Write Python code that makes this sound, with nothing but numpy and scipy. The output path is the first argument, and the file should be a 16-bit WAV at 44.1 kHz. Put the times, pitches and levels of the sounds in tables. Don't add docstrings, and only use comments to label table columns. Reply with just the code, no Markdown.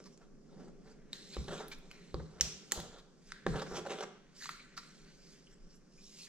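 import sys
import numpy as np
from scipy import signal
from scipy.fft import rfft, irfft, next_fast_len
from scipy.io import wavfile
from scipy.ndimage import uniform_filter1d

SR = 44100
rng = np.random.default_rng(int(sys.argv[2]) if len(sys.argv) > 2 else 0)


def rack_gain(trim_db):
    fader = np.asarray(trim_db, float)
    return 10 ** (fader / 20)


def inscribe(sig):
    pcm = np.round(np.clip(np.atleast_2d(sig).T, -1, 1) * 32767)
    wavfile.write(sys.argv[1], SR, pcm.astype(np.int16))


N = 276948

# pitch_hz, level_db, t60_s
LID = [(38.5, -12, 0.15), (72.5, 0.5, 0.13), (125, -7, 0.2), (160.34, 2, 0.176), (215.4, -8.5, 0.11),
       (290.4, -12.5, 0.12)]


def peel():
    # peak_s, crackle_db, rise_s and fall_s per 20 dB, web_pitch_hz
    tugs = [(.136, -69.5, -1, 0.0659, 5500), (.64, -71, 0.3355, 0.12, 4794),
            (.92, -66.5, 0.1451, 0.04, 4700), (1.14, -57.5, -0.03, 0.77, 4150),
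            (1.34, -56.5, 0.1783, -0.32, 3903), (1.516, -54.5, 0.0383, 0.27, 3500),
            (1.93, -67, 0.14, 0.85, 4200), (2.158, -71, 0.5, -0.7, 4002), (2.454, -47, 0.0245, 0.158, 5700),
            (2.7, -64, 0.55, 0.39, 5095), (2.75, -50, 0.0647, 0.1923, 4201),
            (3.29, -62, 0.13, 0.1926, 4800), (3.48, -56.5, 0.0235, 0.47, 4194),
            (3.78, -50.5, 0.1657, 0.0489, 5677), (3.9, -79, -2, -1, 4300),
            (4.365, -61.5, 0.0228, 0.19, 5202), (4.44, -46.5, 0.083, 0.0957, 4660),
            (4.51, -54, -0.0575, 0.1821, 4294), (4.8, -62.5, 0.1045, 0.85, 4200),
            (5.326, -62.5, 0.52, 0.2122, 4890), (5.528, -67, -0.15, 0.03, 5700),
            (5.756, -68, 0.21, -0.05, 5606), (6.044, -60.5, 0.16, 0.98, 5387),
            (6.19, -54, 0.0464, -0.14, 5000), (6.255, -53.5, 0.2618, .03, 4400)]
    # freq_hz, level_db per Hz
    web_spectrum = [(1650, -21), (2800, -6), (4040, -4), (4450, -5.5), (5310, -1), (7500, -1.5),
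                    (9130, -7.5), (10000, -59.5), (13000, -49.5), (22000, -120)]
    # freq_hz, level_db per Hz
    fizz_spectrum = [(4710, -41.5), (8000, 2), (10500, 3.5), (12600, 2.5), (14600, -6.5), (15800, -21),
                     (16400, -32)]
    fizz_db, fizz_growth = -18, 0.27
    gain, hz = swells(tugs)
    slips = crackle(9000, 2.5, 1.2, 0.0041)
    web = coloured(slips, web_spectrum)
    fundamental = evened(twice(web, hz, 1100))
    overtone = evened(twice(web, np.minimum(1.29 * hz, 7800), 970))
    web = evened(web + 0.6 * fundamental + 0.19 * overtone)
    fizz_gain = rack_gain(fizz_db) * (gain / rack_gain(-60)) ** fizz_growth
    return gain * (web + fizz_gain * coloured(slips[::-1], fizz_spectrum))


def snaps():
    # time_s, peak_db, web_pitch_hz, roll_db re peak, roll_pitch_hz
    events = [(0.0406, -47, 4680, -17, 1280), (0.1753, -49.5, 6610, -27, 1580),
              (0.6823, -52.5, 6590, -21, 1030), (1.1305, -26, 4020, -17, 1740),
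              (1.3677, -39.5, 2730, -9.5, 1136), (1.4824, -37, 3330, -14.5, 1730),
              (1.9061, -49.5, 2480, 0, 2450), (1.9131, -37.5, 2400, -15, 2190),
              (2.143, -34.5, 4095, -41, 1000), (2.3984, -45.5, 2760, -20, 2150),
              (2.4096, -8.5, 5686, -36.5, 2460), (2.713, -37, 3680, -13.5, 2260),
              (2.72, -13, 6560, -27.5, 1316), (2.801, -34.5, 3927, -14, 1260),
              (3.3198, -29.5, 3530, -6, 1591), (3.465, -25.5, 3440, -3, 1660),
              (3.7114, -58, 3430, 6.5, 1100), (4.4224, -36, 4024, -11.5, 1644),
              (4.4425, -35, 4140, -4.5, 2120), (4.457, -32, 3730, -8, 1293), (4.4916, -27, 3230, 3.5, 1310),
              (4.7765, -32.5, 4870, -5, 1303)]
    return dulled(slip_clusters(events, rise_s=.0003, fall_s=0.002797, fizz_db=-55.5), 10500)


def rips():
    # time_s, peak_db, web_pitch_hz, roll_db re peak, roll_pitch_hz
    events = [
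        (0.0595, -47.5, 5010, -12.5, 1100),
        (1.3386, -42, 3980, -20.5, 2540),
        (1.721, -38, 3470, -11, 2326),
        (2.986, -47.5, 3570, -10.5, 1190),
        (4.7751, -35.5, 4456, -14, 1285),
    ]
    return slip_clusters(events, rise_s=0.015, fall_s=0.0197, fizz_db=-27.5)


def flicks():
    # time_s, peak_db
    events = [
        (1.1308, -44.5),
        (1.682, -38),
        (1.785, -52),
        (1.9135, -50.5),
        (2.4095, -27),
        (2.72, -24),
        (2.801, -39.5),
        (4.4914, -40.5),
        (4.7765, -57.5),
    ]
    # web_pitch_hz, roll_db, roll_pitch_hz
    colour = (13400, -63, 1500)
    rows = [(s, db, *colour) for s, db in events]
    return slip_clusters(rows, rise_s=0.00047, fall_s=.0025, fizz_db=4)


def slip_clusters(rows, rise_s, fall_s, fizz_db):
    out, t = np.zeros((2, N + 2000)), np.arange(2000) / SR
    draws = rng.standard_normal((len(rows), 2000))
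    rise = np.minimum(t / rise_s, 1) ** 2
    shape = rise * np.exp(-(np.maximum(t - rise_s, 0) / fall_s) ** 2)
    click = signal.unit_impulse(2000)
    for (s, db, *colour), z in zip(rows, draws):
        near = ringing(z * abs(z) ** 0.51 * shape, *colour, fizz_db)
        near = rack_gain(db) * near / abs(near).max()
        sent = evened(ringing(click, *colour, fizz_db)) * np.std(near)
        out[:, round((s - rise_s) * SR):][:, :2000] += [near, sent]
    return out[:, :N]


def ringing(slips, web_hz, roll_db, roll_hz, fizz_db):
    web = twice(slips, web_hz, 1700) + .3 * twice(slips, 4467, 4800)
    web = twice(web, 6350, 12000)
    roll = twice(slips, roll_hz, 430) + .5 * twice(slips, 1816, 1680)
    return web + rack_gain(roll_db + 19.5) * roll + rack_gain(fizz_db) * twice(slips, 10700, 4500)


def creases():
    # peak_s, level_db, rise_s and fall_s per 20 dB, pitch_hz
    folds = [(.61, -81, 0.77, 1, 1381), (.87, -78.5, 0.23, 1, 1303), (1.15, -74.5, -0.4, 1.77, 1700),
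             (1.35, -67.5, 0.16, 0.18, 2398), (1.946, -65.5, 0.036, 0.28, 2358),
             (2.1, -69.5, 0.24, -0.03, 2102), (2.75, -68, -0.5, -0.2, 1272), (3.3, -70, .04, -0.2, 1598),
             (3.36, -67.5, -0.19, 0.5, 1600), (4.425, -55.5, 0.036, 0.1081, 1799),
             (4.51, -78.5, -0.86, 1.5, 1550), (4.86, -70, -1.5, 1.72, 1443), (6.272, -66, 0.05, 2.5, 2300)]
    slips = crackle(5000, 2.5, 2, .008)
    wide = evened(twice(slips, 1850, 1700))
    gain, hz = swells(folds)
    return gain * evened(1.7 * wide + evened(resonate(wide, hz, 300)))


def drag():
    # peak_s, drag_db, rise_s and fall_s per 20 dB
    strokes = [(.002, -41.5, 0.67, 0.0274), (.9, -70, 0, 0.5), (1.372, -52, -0.11, .5),
               (1.56, -54.5, -0.12, 0.95), (2.08, -67, 2.5, -2), (2.25, -68, 0, -7),
               (2.41, -45, -0.1522, 0.2363), (2.76, -40.5, 0.0217, 0.155), (2.935, -48, -0.225, 0.2176),
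               (3.655, -51.5, 0.08, 0.55), (3.807, -53, 0.36, 0.85), (3.91, -51, 0.07, 0.17)]
    # time_s, level_db
    loads = [
        (1.03, -68),
        (1.371, -42),
        (2.1, -66),
        (2.145, -37),
        (2.411, -45.5),
        (2.775, -49),
        (3.466, -32),
        (3.72, -56),
        (3.81, -56.5),
    ]
    # time_s, rms_db, length_s, brightness_db
    judders = [(0.228, -63.5, 0.031, 12), (0.531, -65.5, 0.0254, 11.5), (0.612, -57, 0.0325, 6),
               (0.684, -63, 0.016, 2.5), (0.881, -60, 0.0293, 9.5), (1.49, -44.5, 0.0097, 11),
               (1.527, -39.5, 0.0178, 6), (1.571, -54, 0.0303, 17), (1.608, -45.5, 0.0131, 7.5),
               (1.631, -52, 0.0377, -6.5), (2.204, -49.5, 0.0082, 2), (2.794, -47.5, 0.0066, 5.5),
               (2.843, -53, 0.016, -9), (3.547, -42, 0.015, -0.5), (3.568, -41.5, 0.0127, 8.5),
               (3.595, -44, 0.0132, 13.5), (3.623, -40.5, 0.0113, 11), (3.67, -48.5, 0.0075, 11),
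               (3.73, -41.5, 0.0222, -1.5), (3.766, -43, 0.0148, 16), (3.788, -40.5, 0.0116, 11.5),
               (3.865, -41.5, 0.0115, 9.5), (3.91, -42.5, 0.0253, 13), (3.949, -48, 0.0337, 13.5),
               (3.988, -45, 0.0118, 13.5), (4.01, -38, 0.00747, 12), (4.034, -37, 0.0083, 11.5)]
    # freq_hz, level_db per Hz
    card_spectrum = [(120, -35.5), (200, -17.5), (308, -11.5), (388, 0.5), (446, 1), (540, -2), (680, -4.5),
                     (1040, -10.5), (1400, -8), (2200, -24.5), (2860, -44.5), (4840, -120)]
    # freq_hz, level_db per Hz
    grit_spectrum = [(1290, -24.5), (2200, -8), (3770, -4), (4770, -7), (5780, -4), (8060, -10.5),
                     (10300, -25), (12000, -23), (15600, -55), (22000, -120)]
    land_s, ease_s = 0.0048, 0.1165
    slips = crackle(2500, 3, 1.5, .005)
    card, grit = coloured(slips, card_spectrum), coloured(slips, grit_spectrum)
    lid = evened(signal.oaconvolve(slips, ring(LID[1:3], .4))[:N])
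    rub = swells(strokes)[0]
    weight = swells([(s, db, land_s, ease_s) for s, db in loads])[0]
    out = rack_gain(-12.5) * rub * (card + rack_gain(-11.0) * grit) + rack_gain(-1.5) * weight * lid
    t = np.arange(N) / SR
    for s, db, seconds, bright_db in judders:
        near = slice(round((s - .1) * SR), round((s + .1) * SR))
        shape = np.exp(-((t[near] - s) / seconds) ** 2)
        out[near] += rack_gain(db - 2.0) * shape * (card[near] + rack_gain(bright_db - 19.5) * grit[near])
    return out


def chirrs():
    # time_s, rms_db, length_s, pitch_hz
    events = [(.041, -62, 0.0039, 1288), (.213, -65, 0.0056, 697), (0.495, -72, .008, 1302),
              (1.2, -65, 0.106, 3950), (1.336, -58, .01, 3950), (1.452, -66.5, 0.0079, 2500),
              (1.484, -58.5, .012, 1802), (1.518, -54.5, 0.018, 1784), (1.519, -56.5, 0.0258, 3310),
              (1.583, -55.5, 0.016, 3756), (1.596, -58, .008, 5100), (1.601, -51, .012, 814),
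              (1.718, -53, .006, 2400), (1.721, -56, 0.011, 1060), (1.747, -54.5, .004, 5700),
              (2.452, -49, .065, 5700), (2.729, -49.5, 0.0149, 810), (2.78, -55, .05, 3300),
              (2.947, -63, 0.027, 3550), (3.47, -45, .012, 720), (3.522, -62.5, 0.043, 7700),
              (3.561, -53.5, 0.0098, 3100), (3.563, -53.5, 0.0085, 5320), (3.597, -51, 0.0133, 3690),
              (3.618, -47, 0.0083, 1310), (3.62, -51, .006, 6000), (3.764, -45, .02, 5950),
              (3.787, -53.5, .006, 7500), (3.857, -50, .012, 797), (3.9, -52.5, .01, 2910),
              (3.906, -53.5, .015, 6090), (3.984, -55, 0.0063, 3110), (4.004, -53.5, 0.0063, 3900),
              (4.032, -49.5, 0.0096, 5770), (4.39, -59, .025, 5400), (4.417, -52, 0.0312, 1800),
              (4.422, -52.5, 0.0084, 3980), (4.44, -54.5, 0.0164, 4100), (4.597, -61, 0.026, 2210),
              (5.472, -61.5, 0.0049, 3096), (5.532, -68, 0.0197, 7500), (5.707, -68, 0.028, 4983),
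              (5.756, -71.5, 0.0107, 10500), (5.985, -69, 0.0207, 2450), (6.069, -67.5, 0.039, 3930),
              (6.189, -56, 0.019, 5520), (6.2, -64, 0.021, 2503), (6.216, -58, 0.0062, 4200),
              (6.234, -53, 0.0132, 4110), (6.248, -61, 0.0154, 2510)]
    rise, width = .4, 0.1785
    slips = crackle(2500, 3, 1.5, .005)
    out, t = np.zeros(N), np.arange(N) / SR
    for s, db, seconds, hz in events:
        near = slice(max(round((s - .1) * SR), 0), round((s + .15) * SR))
        late = (t[near] - s) / seconds
        shape = np.exp(-np.where(late < 0, late / rise, late) ** 2)
        out[near] += rack_gain(db) * shape * evened(twice(slips[near], hz, width * hz))
    return out


def knocks():
    # time_s, peak_db, lid_boom_db re peak
    blows = [
        (1.367, -28, -19),
        (1.481, -35.5, -6.5),
        (2.143, -25, -15.5),
        (2.201, -40.5, -4.5),
        (2.409, -39.5, -2.5),
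        (2.724, -34.5, -31),
        (2.778, -36.5, -9),
        (3.465, -17.5, -15),
        (3.714, -32, -14),
    ]
    # pitch_hz, level_db, t60_s
    wall_modes = [(405.3, -3.5, 0.083), (494.8, 9.5, 0.022), (791, -6, 0.032), (1100, 9, 0.0099),
                  (1660, -12, 0.018)]
    half = SR // 2
    blunt = np.hanning(int(0.000627 * SR))
    wall = np.convolve(ring(wall_modes, .5), blunt)[:half]
    lid = np.roll(ring(LID, .5), int(0.00722 * SR))
    lid = lid * np.minimum(np.arange(half) / (0.01204 * SR), 1) ** 2
    wall, lid = wall / abs(wall).max(), lid / abs(lid).max()
    out = np.zeros(N + SR)
    for s, db, boom_db in blows:
        out[round(s * SR):][:half] += rack_gain(db) * (wall + rack_gain(boom_db) * lid)
    return out[:N]


def garage(x, sent):
    # freq_hz, t60_s
    decay = [(100, 0.21), (300, 0.487), (1000, 0.47), (3000, 0.703), (6000, 0.513), (12000, 0.242)]
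    # freq_hz, level_db
    tail_level = [(50, -9), (125, 4.5), (200, 2), (400, -6.5), (1300, -9), (3000, -9.5), (6000, -13),
                  (9500, -10), (12000, -11), (16000, -5)]
    # freq_hz, level_db
    shade = [(3000, 0.5), (5000, -1.5), (9000, -8), (14000, -16.5)]
    taps = np.zeros((2, SR))
    at = np.arange(300, SR - 20, 20) + rng.integers(0, 20, (2, (SR - 301) // 20))
    np.put_along_axis(taps, at, rng.choice([-1., 1.], at.shape), 1)
    hz, t, z = signal.stft(taps, SR, nperseg=512)
    dying = rack_gain(-60 * t / read(decay, hz)[:, None])
    tail = signal.istft(z * dying, SR, nperseg=512)[1][:, :SR]
    tail = tail / np.linalg.norm(tail[0])
    tail = diffuse(*irfft(rfft(tail) * rack_gain(read(tail_level, np.fft.rfftfreq(SR, 1 / SR))), SR))
    x = x + 0.228 * np.roll(x, int(.0052 * SR))
    shaded = irfft(rfft(x) * rack_gain(read(shade, np.fft.rfftfreq(N, 1 / SR))), N)
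    return np.array([shaded, x]) + signal.fftconvolve(sent[None], tail, axes=1)[:, :N]


def background():
    # freq_hz, level_db per Hz
    hum_spectrum = [(35, -58.5), (60, -24), (107, -30.5), (138, -4), (171, 1), (335, -12), (399, -5.5),
                    (482, -16), (562, -14.5), (589, -20), (1000, -33.5), (1300, -38.5), (2200, -120)]
    # time_s, level_db
    hum_level = [(0, -57), (.16, -61), (.52, -59), (.61, -51), (.87, -59), (1.66, -56.5), (1.85, -61),
                 (2.62, -59), (2.92, -64), (3.41, -63.5), (3.5, -53.5), (3.65, -51), (4.3, -65),
                 (5.18, -61.5), (6.28, -65)]
    # time_s, level_db, rise_s and fall_s alike per 20 dB
    lump_rows = [(.002, -47, 0.08), (.3, -49.5, 0.4), (.72, -49, 0.62), (.85, -52.5, 1.5), (1.3, -64, 1),
                 (1.66, -49.5, 0.56), (1.8, -48.5, 0.5), (2.3, -61.5, 0.7), (2.9, -50.5, 0.36),
                 (3.31, -48.5, 0.26), (3.5, -55, 0.17), (3.97, -57.5, 0.18), (4.5, -56, 2),
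                 (5.1, -51.5, 1.25), (5.39, -67, 0.5), (5.67, -43, 0.22), (6.02, -52.5, 0.37)]
    # freq_hz, level_db per Hz
    hiss_spectrum = [(410, -36), (700, -6), (906, -8), (1170, -1), (1270, -6.5), (1790, -9.5), (1890, -17),
                     (2180, -15), (3690, -17), (5900, -6), (11500, -30), (15000, -60), (22000, -120)]
    lumps = swells([(s, db, width_s, width_s) for s, db, width_s in lump_rows])[0]
    hum, rumble, hiss = rng.standard_normal((3, 2, N))
    hum = diffuse(*[coloured(c, hum_spectrum, size=16384) for c in hum])
    low_band = signal.butter(3, [11, 30], "band", fs=SR, output="sos")
    rumble = diffuse(*evened(signal.sosfilt(low_band, rumble)))
    hiss = diffuse(*[coloured(c, hiss_spectrum) for c in hiss])
    return rack_gain(along(hum_level)) * hum + rack_gain(-11) * lumps * rumble + rack_gain(-77) * hiss


def crackle(per_s, spread_db, clump_db, clump_s):
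    hit, size, sign, slow = rng.random((4, N))
    width = int(clump_s * SR)
    clumps = evened(uniform_filter1d(uniform_filter1d(slow - .5, width), width))
    heights = rack_gain(-spread_db * np.log(size + 0.03) + clump_db * clumps)
    return (hit < per_s / SR) * np.sign(sign - .5) * heights


def swells(rows):
    t = np.arange(0, N / SR + .002, .002)
    s, db, rise_s, fall_s, hz = np.array([(*row, 1)[:5] for row in rows]).T[:, :, None]
    away = np.where(t < s, (s - t) / abs(rise_s), (t - s) / abs(fall_s))
    power = rack_gain(np.maximum(db - 20 * away, -150)) ** 2
    total = power.sum(0)
    curves = np.sqrt(total), (power * hz).sum(0) / total
    return [np.interp(np.arange(N) / SR, t, v) for v in curves]


def patchy(x, patchy_db):
    hz, t, z = signal.stft(x, SR, nperseg=256, noverlap=192)
    field = rng.standard_normal((len(t), len(hz))).T
    for _ in range(2):
        field = uniform_filter1d(uniform_filter1d(field, size=3, axis=0), size=20, axis=1)
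    return signal.istft(z * rack_gain(patchy_db * evened(field)), SR, nperseg=256, noverlap=192)[1][:N]


def ring(modes, seconds):
    t = np.arange(int(seconds * SR)) / SR
    return sum(rack_gain(db - 60 * t / t60) * np.sin(2 * np.pi * hz * t) for hz, db, t60 in modes)


def resonate(x, hz, width_hz):
    turn = np.exp(2j * np.pi * np.cumsum(hz * np.ones(len(x))) / SR)
    r = np.exp(-np.pi * width_hz / SR)
    return 2 * (turn * signal.lfilter([1 - r], [1, -r], x / turn)).real


def twice(x, hz, width_hz):
    return resonate(resonate(x, hz, width_hz), hz, width_hz)


def coloured(x, points, size=4096):
    level_db = np.maximum(read(points, abs(np.fft.fftfreq(size, 1 / SR))), -90)
    taps = np.fft.ifft(np.exp(np.conj(signal.hilbert(np.log(rack_gain(level_db)))))).real
    return evened(signal.oaconvolve(x, taps[:size // 2])[:len(x)])


def dulled(x, hz):
    return signal.sosfilt(signal.butter(4, hz, fs=SR, output="sos"), x)


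def diffuse(a, b):
    # freq_hz, coherence 0-1
    likeness = [(60, 1), (125, 0.38), (200, 0.78), (430, 0.64), (1000, 0.61), (3000, 0.3), (6000, 0),
                (12000, 0)]
    same = np.clip(read(likeness, np.fft.rfftfreq(len(a), 1 / SR)), 0, 1)
    return np.array([a, irfft(same * rfft(a) + np.sqrt(1 - same ** 2) * rfft(b), len(a))])


def evened(x):
    return x / np.sqrt(np.mean(x ** 2) + 1e-20)


def read(points, hz):
    f, value = np.transpose(points)
    return np.interp(np.log(hz + 1), np.log(f + 1), value)


def along(rows):
    return np.interp(np.arange(N) / SR, *np.transpose(rows))


def scene():
    peeling = patchy(peel() + creases(), 2.29)
    tape = snaps() + rips() + flicks() + peeling
    tape = signal.sosfilt(signal.butter(3, 900, "high", fs=SR, output="sos"), tape)
    rubbing = patchy(drag() + chirrs(), 2.305) + dulled(knocks(), 3100)
    direct, sent = tape + rubbing
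    return garage(direct, sent) + background()


def roll_off(x):
    return signal.sosfilt(signal.butter(12, 16500, fs=SR, output="sos"), x)


def record(dry):
    # freq_hz, level_db
    ports = [(60, -0.5), (130, -0.5), (290, -1.5), (640, -2), (1410, -0.5), (3100, 1), (6820, 0),
             (15000, 2.5)]
    # freq_hz, phase_rad
    lag = [(100, -0.5), (1000, 0.2965), (2000, 0.6843), (4000, 1.2371), (5000, 2), (6500, 1.5), (8000, 2),
           (10000, 5), (13000, 4), (16000, 5)]
    # freq_hz, level_db
    case = [(60, 0), (84, 0), (100, -9), (118, 0), (200, 0)]
    size = next_fast_len(N)
    hz = np.fft.rfftfreq(size, 1 / SR)
    port = rack_gain(read(ports, hz) / 2) * np.exp(-.5j * read(lag, hz))
    top = 1 / np.sqrt(1 + (hz / 15900) ** 70) * rack_gain(read(case, hz))
    mix = irfft(rfft(dry, size) * np.array([port, 1 / port]) * top, size)[:, :N]
    return roll_off(mix)


dry = scene()
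out = record(dry)
inscribe(out)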